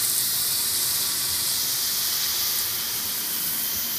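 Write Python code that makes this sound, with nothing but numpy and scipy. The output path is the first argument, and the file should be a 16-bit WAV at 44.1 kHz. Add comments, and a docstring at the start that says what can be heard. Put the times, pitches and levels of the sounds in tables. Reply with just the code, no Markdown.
"""A shower sprays in a small tiled bathroom: its jets sizzle and hiss, and the spray patters on the tub,
which drums low. At the start a few drops tick close by. The camera swings past the shower head, so the
sizzle changes colour, and after a second the hand bumps the camera softly twice. By two seconds a hollow
whistle has come out. Then more drops tick, the sizzle sinks as the camera swings away, the tub drums on
other notes, and two more soft bumps follow."""
import sys
import numpy as np
from scipy.fft import rfft, irfft, next_fast_len
from scipy.io import wavfile
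from scipy.ndimage import map_coordinates

SR = 44100
rng = np.random.default_rng(int(sys.argv[2]) if len(sys.argv) > 2 else 0)


def store_pcm(level_fs):
    """Save levels as 16-bit WAV."""
    pcm = np.round(np.clip(level_fs, -1, 1) * 32767).astype(np.int16)
    wavfile.write(sys.argv[1], SR, np.atleast_2d(pcm).T)


N = 175518

# tone of the hiss near 9 kHz, in the jets and the close drops (frequency [Hz], relative level [dB])
HISS_TONE = [(5000, -35), (6800, -9), (7700, -3), (8600, 1), (9200, -0.5), (9900, -5.5), (11000, -2),
             (13500, -35)]


def amp(db):
    """Turn decibels into a gain."""
    return 10 ** (np.asarray(db) / 20)


def unit(x):
    """Scale a sound to an average (rms) size of 1."""
    return x / np.sqrt(np.mean(x ** 2) + 1e-20)


def curve(rows):
    """Join (time [s], value) points with straight lines, one value per sample."""
    return np.interp(np.arange(N) / SR, *np.transpose(rows))


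def wobble(rate):
    """A smooth curve through `rate` random values a second."""
    points = rng.standard_normal(int(N * rate / SR) + 4)
    return map_coordinates(points, [np.arange(N) * rate / SR])


def filtered(x, response):
    """Multiply each frequency f in a sound by response(f)."""
    size = next_fast_len(N + SR // 4)
    return irfft(rfft(x, size) * response(np.fft.rfftfreq(size, 1 / SR)), size)[:N]


def coloured(x, tone):
    """Shape a sound by (frequency [Hz], level [dB]) points, then scale it to size 1."""
    hz, db = np.transpose(tone)
    return unit(filtered(x, lambda f: amp(np.interp(np.log(f + 1), np.log(hz + 1), db))))


def resonance(f, hz, half_width):
    """How a thing that rings at hz answers frequency f; squaring or cubing narrows the peak."""
    damping = 2j * f * half_width
    return damping / (hz * hz - f * f + damping)


def droplets(per_s, scatter_db, wash_db):
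    """Tiny hits of random size over a wash of countless smaller ones."""
    hits = (rng.random(N) < per_s / SR) * np.sign(rng.standard_normal(N))
    sizes = amp(scatter_db * np.clip(rng.standard_normal(N), -2, 2))
    return unit(unit(hits * sizes) + amp(wash_db) * rng.standard_normal(N))


def wall_echoes(x):
    """Eight weak wall echoes colour the sound; their delays drift as the microphone moves."""
    echo_gain, drift_s = 0.11, 0.0003
    out = x.copy()
    for delay_s in rng.uniform(0.002, 0.012, size=8):
        lag = SR * (delay_s + drift_s * wobble(1))
        out += echo_gain * map_coordinates(x, [np.arange(N) - lag])
    return out * x.std() / out.std()


def hand_bumps():
    """The hand knocks the camera: low thuds that swell and fade smoothly."""
    # each bump (middle time [s], level [dB], fade time on either side [s])
    bumps = [(1.08, -44, .018), (1.32, -39, 0.036), (2.292, -58, 0.012), (3.059, -44, 0.016),
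             (3.771, -38, 0.011)]
    thud_hz, t = 82, np.arange(N) / SR
    return sum(amp(db) * np.exp(-((t - s) / fade) ** 2) * np.sin(2 * np.pi * thud_hz * (t - s))
               for s, db, fade in bumps)


def tub_drum():
    """The tub drums under the spray; as the aim shifts twice, other notes take over."""
    # the tub's notes (pitch [Hz], filter half-width [Hz], first level [dB], middle [dB], last [dB])
    notes = [(82, 28, -60, -58, -64), (118, 36, -51, -54, -59), (167.5, 31, -56, -68, -53),
             (228, 18.6, -56.5, -55.5, -49), (300.4, 17, -58, -66, -54), (364.7, 25, -55.5, -58.5, -58)]
    drum = np.zeros(N)
    for hz, half_width, first_db, mid_db, last_db in notes:
        note = unit(filtered(rng.standard_normal(N), lambda f: resonance(f, hz, half_width) ** 2))
        drum += note * amp(curve([(1.3, first_db), (2.4, mid_db), (2.93, mid_db), (3, last_db)]))
    return drum


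def hollow_whistle():
    """A narrow band of noise at the low end of the sizzle comes out as the shower head turns."""
    # how the whistle grows (time [s], level [dB])
    level = [(0, -64), (.6, -60), (1.1, -52), (1.8, -51), (2.15, -44.5), (2.8, -44), (3.3, -44.5),
             (3.98, -42.5)]
    ring = filtered(rng.standard_normal(N), lambda f: resonance(f, hz=3127, half_width=195) ** 3)
    return unit(ring) * amp(curve(level))


def patter():
    """The spray splashes on tub and wall and keeps the wall and fittings ringing."""
    # strength of the splash (time [s], level [dB]) and its tone (frequency [Hz], relative level [dB])
    level, splash_tone = [(0.0, -38.5), (0.12, -43), (1.07, -40.5), (1.92, -41.5), (2.26, -39.5),
                          (2.87, -40.5), (3.98, -41.5)], [(25, -32), (70, -0.5), (200, -4), (400, -2), (540, -4), (720, -3),
                                          (800, -6), (950, 1.5), (1080, -3), (1450, 1.5), (2300, 0),
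                                          (2750, -2.5), (4000, -7.5), (9000, -27)]
    # notes of the wall and fittings (base pitch [Hz], filter half-width [Hz], relative level [dB])
    notes = [(713, 23, -7), (982.5, 33, -0.5), (1164.5, 37, 3.5), (1525, 94, -5), (1921, 150, 1)]
    # how their pitch moves with the spray (time [s], pitch [ratio])
    bend = [(0, 1.016), (1.1, 1), (1.6, 1.01), (2.3, 1.01), (3, 1.005), (3.98, 1.01)]
    # their strength next to the splash (time [s], relative level [dB])
    ring_level = [(0, -5), (1, -3.5), (1.6, -4), (2.2, -2), (2.9, -7), (3.98, -9)]
    splash = coloured(droplets(per_s=1200, scatter_db=3, wash_db=6), splash_tone)
    hits = droplets(per_s=900, scatter_db=8.5, wash_db=4)
    rings = filtered(hits, lambda f: sum(amp(db) * resonance(f, hz, half) ** 2 for hz, half, db in notes))
    rings = map_coordinates(rings, [np.cumsum(curve(bend))], mode="mirror")  # faster sounds higher
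    return amp(curve(level)) * (splash + amp(curve(ring_level)) * unit(rings))


def near_drops():
    """Each drop close to the microphone gives a sharp tick and a brief spatter."""
    # each drop (time [s], peak level of its tick [dB])
    drops = [(.049, -4.5), (.079, -11), (.0985, -5), (.1645, -6), (0.18, -6), (0.181, -8.5), (0.189, -9),
             (0.2065, -9), (0.831, -7), (2.5874, -10), (2.588, -15), (2.59, -14), (2.6005, -17)]
    tick_hz, tick_decay_s = 9600, 0.000064
    spatter_db, spatter_decay_s = -16, 0.0043
    out, t = np.zeros(N + SR), np.arange(SR // 20) / SR
    hiss = coloured(rng.standard_normal(N), HISS_TONE)
    for time_s, db in drops:
        start = round(time_s * SR)
        span = slice(start, start + len(t))
        hz = tick_hz * np.exp(0.086 * rng.standard_normal())
        tick = np.cos(2 * np.pi * hz * t) * np.exp(-t / tick_decay_s)
        tick = np.diff(tick, prepend=0)  # thins out the bass
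        spatter = amp(spatter_db) * hiss[span] * np.exp(-t / spatter_decay_s)
        out[span] += amp(db) * (tick / np.abs(tick).max() + spatter)
    return out[:N]


def jets():
    """The jets break into droplets; all bands flutter with the flow, and each a little by itself."""
    # how far the shower head has turned from the microphone (time [s], share [0-1])
    turning = [(0, 0.25), (.5, 0.06), (.9, .4), (1.5, 0.57), (2.1, 0.97), (2.7, .85), (3.3, 0.94),
               (3.98, 1)]
    # strength of the sizzle and the bands above it, low to high (time [s], relative level [dB])
    sizzle_level, edge_level, hiss_level = [(0, -31), (.42, -30.5), (1, -30.5), (1.3, -30), (2, -29.5),
                                            (2.45, -29), (2.72, -33), (3.1, -34.5), (3.35, -36),
                                            (3.65, -36), (3.98, -35.3)], [(0.0, -38.5), (0.65, -44), (0.85, -37),
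                                                            (1.44, -43), (1.63, -34), (2.49, -34),
                                                            (2.8, -40), (2.9, -36), (3.6, -43), (3.76, -33),
                                                            (3.89, -38), (3.98, -35)], [(0.0, -28), (0.2, -31),
                                                                          (0.22, -30.5), (0.82, -29.5),
                                                                          (1.31, -32), (1.51, -29.5),
                                                                          (1.65, -36), (1.71, -33),
                                                                          (2.56, -40.5), (2.59, -36),
                                                                          (2.64, -40), (3.59, -37),
                                                                          (3.7, -48), (3.98, -48)]
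    fizz_level, air_level = [(0.0, -31), (0.09, -30), (1.0, -29.5), (1.11, -32.5), (2.05, -30.5),
                             (2.36, -32.5), (2.57, -28.5), (2.83, -34), (3.6, -30), (3.98, -32.5)], [(0.0, -37), (0.02, -32), (0.49, -32), (0.68, -40), (2.58, -30.5),
                                           (2.64, -33.5), (3.23, -34.5), (3.47, -29.5), (3.98, -31.5)]
    # tone of the sizzle from the front and from behind (frequency [Hz], relative level [dB])
    front_tone, behind_tone = [(2900, -47), (3250, -18), (3500, -5.5), (3950, -1.5), (4500, 0),
                               (5100, -0.5), (5700, -4), (6700, -16.5), (8000, -22), (10000, -48)], [(2850, -43), (3050, -14), (3250, -3.5), (3600, -4.5),
                                                     (4200, -1.5), (4850, 1.5), (5400, -1), (6000, -6),
                                                     (7000, -10.5), (10000, -43)]
    # tone of the bands near 6, 12 and 14 kHz (frequency [Hz], relative level [dB])
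    edge_tone, fizz_tone, air_tone = [(4900, -36), (5500, -3.5), (5950, 4.5), (6400, 0.5), (6850, -3),
                                      (7300, -8.5), (8500, -25)], [(7500, -19.5), (9800, -7), (11000, -4),
                                                             (12000, 1.5), (13100, -1), (14000, -8),
                                                             (15500, -20)], [(11000, -30),
                                                                                    (12800, -10),
                                                                                    (13800, 2), (14700, 2),
                                                                                    (15400, -1)]
    flutter_per_s, sizzle_db = 40, 0.73
    turn = np.clip(curve(turning), 0, 1)
    front = coloured(droplets(per_s=3000, scatter_db=2.5, wash_db=2), front_tone)
    behind = coloured(droplets(per_s=3000, scatter_db=1.5, wash_db=4.5), behind_tone)
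    sizzle = np.sqrt(1 - turn) * front + np.sqrt(turn) * behind
    sizzle *= amp(curve(sizzle_level) + sizzle_db + 0.61 * wobble(flutter_per_s))
    spray = droplets(per_s=2500, scatter_db=5, wash_db=0.5)
    treble = np.zeros(N)
    for level, tone, gain_db in [(edge_level, edge_tone, -1.5), (hiss_level, HISS_TONE, -0.5),
                                 (fizz_level, fizz_tone, -0.14), (air_level, air_tone, 1.5)]:
        band = coloured(spray + amp(2.5) * rng.standard_normal(N), tone)
        treble += band * amp(curve(level) + gain_db + 0.66 * wobble(flutter_per_s))
    return (sizzle + treble) * amp(0.11 * wobble(flutter_per_s))


def scene():
    """Water in the tiled room and the hand on the camera, the same in both channels."""
    shower = wall_echoes(jets() + hollow_whistle() + patter())
    mono = shower + tub_drum() + near_drops() + hand_bumps()
    return np.array([mono, mono])


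def record(dry):
    """The very highest treble is cut off."""
    top_hz = 15380
    return np.array([filtered(channel, lambda hz: hz < top_hz) for channel in dry])


dry = scene()
out = record(dry)
store_pcm(out)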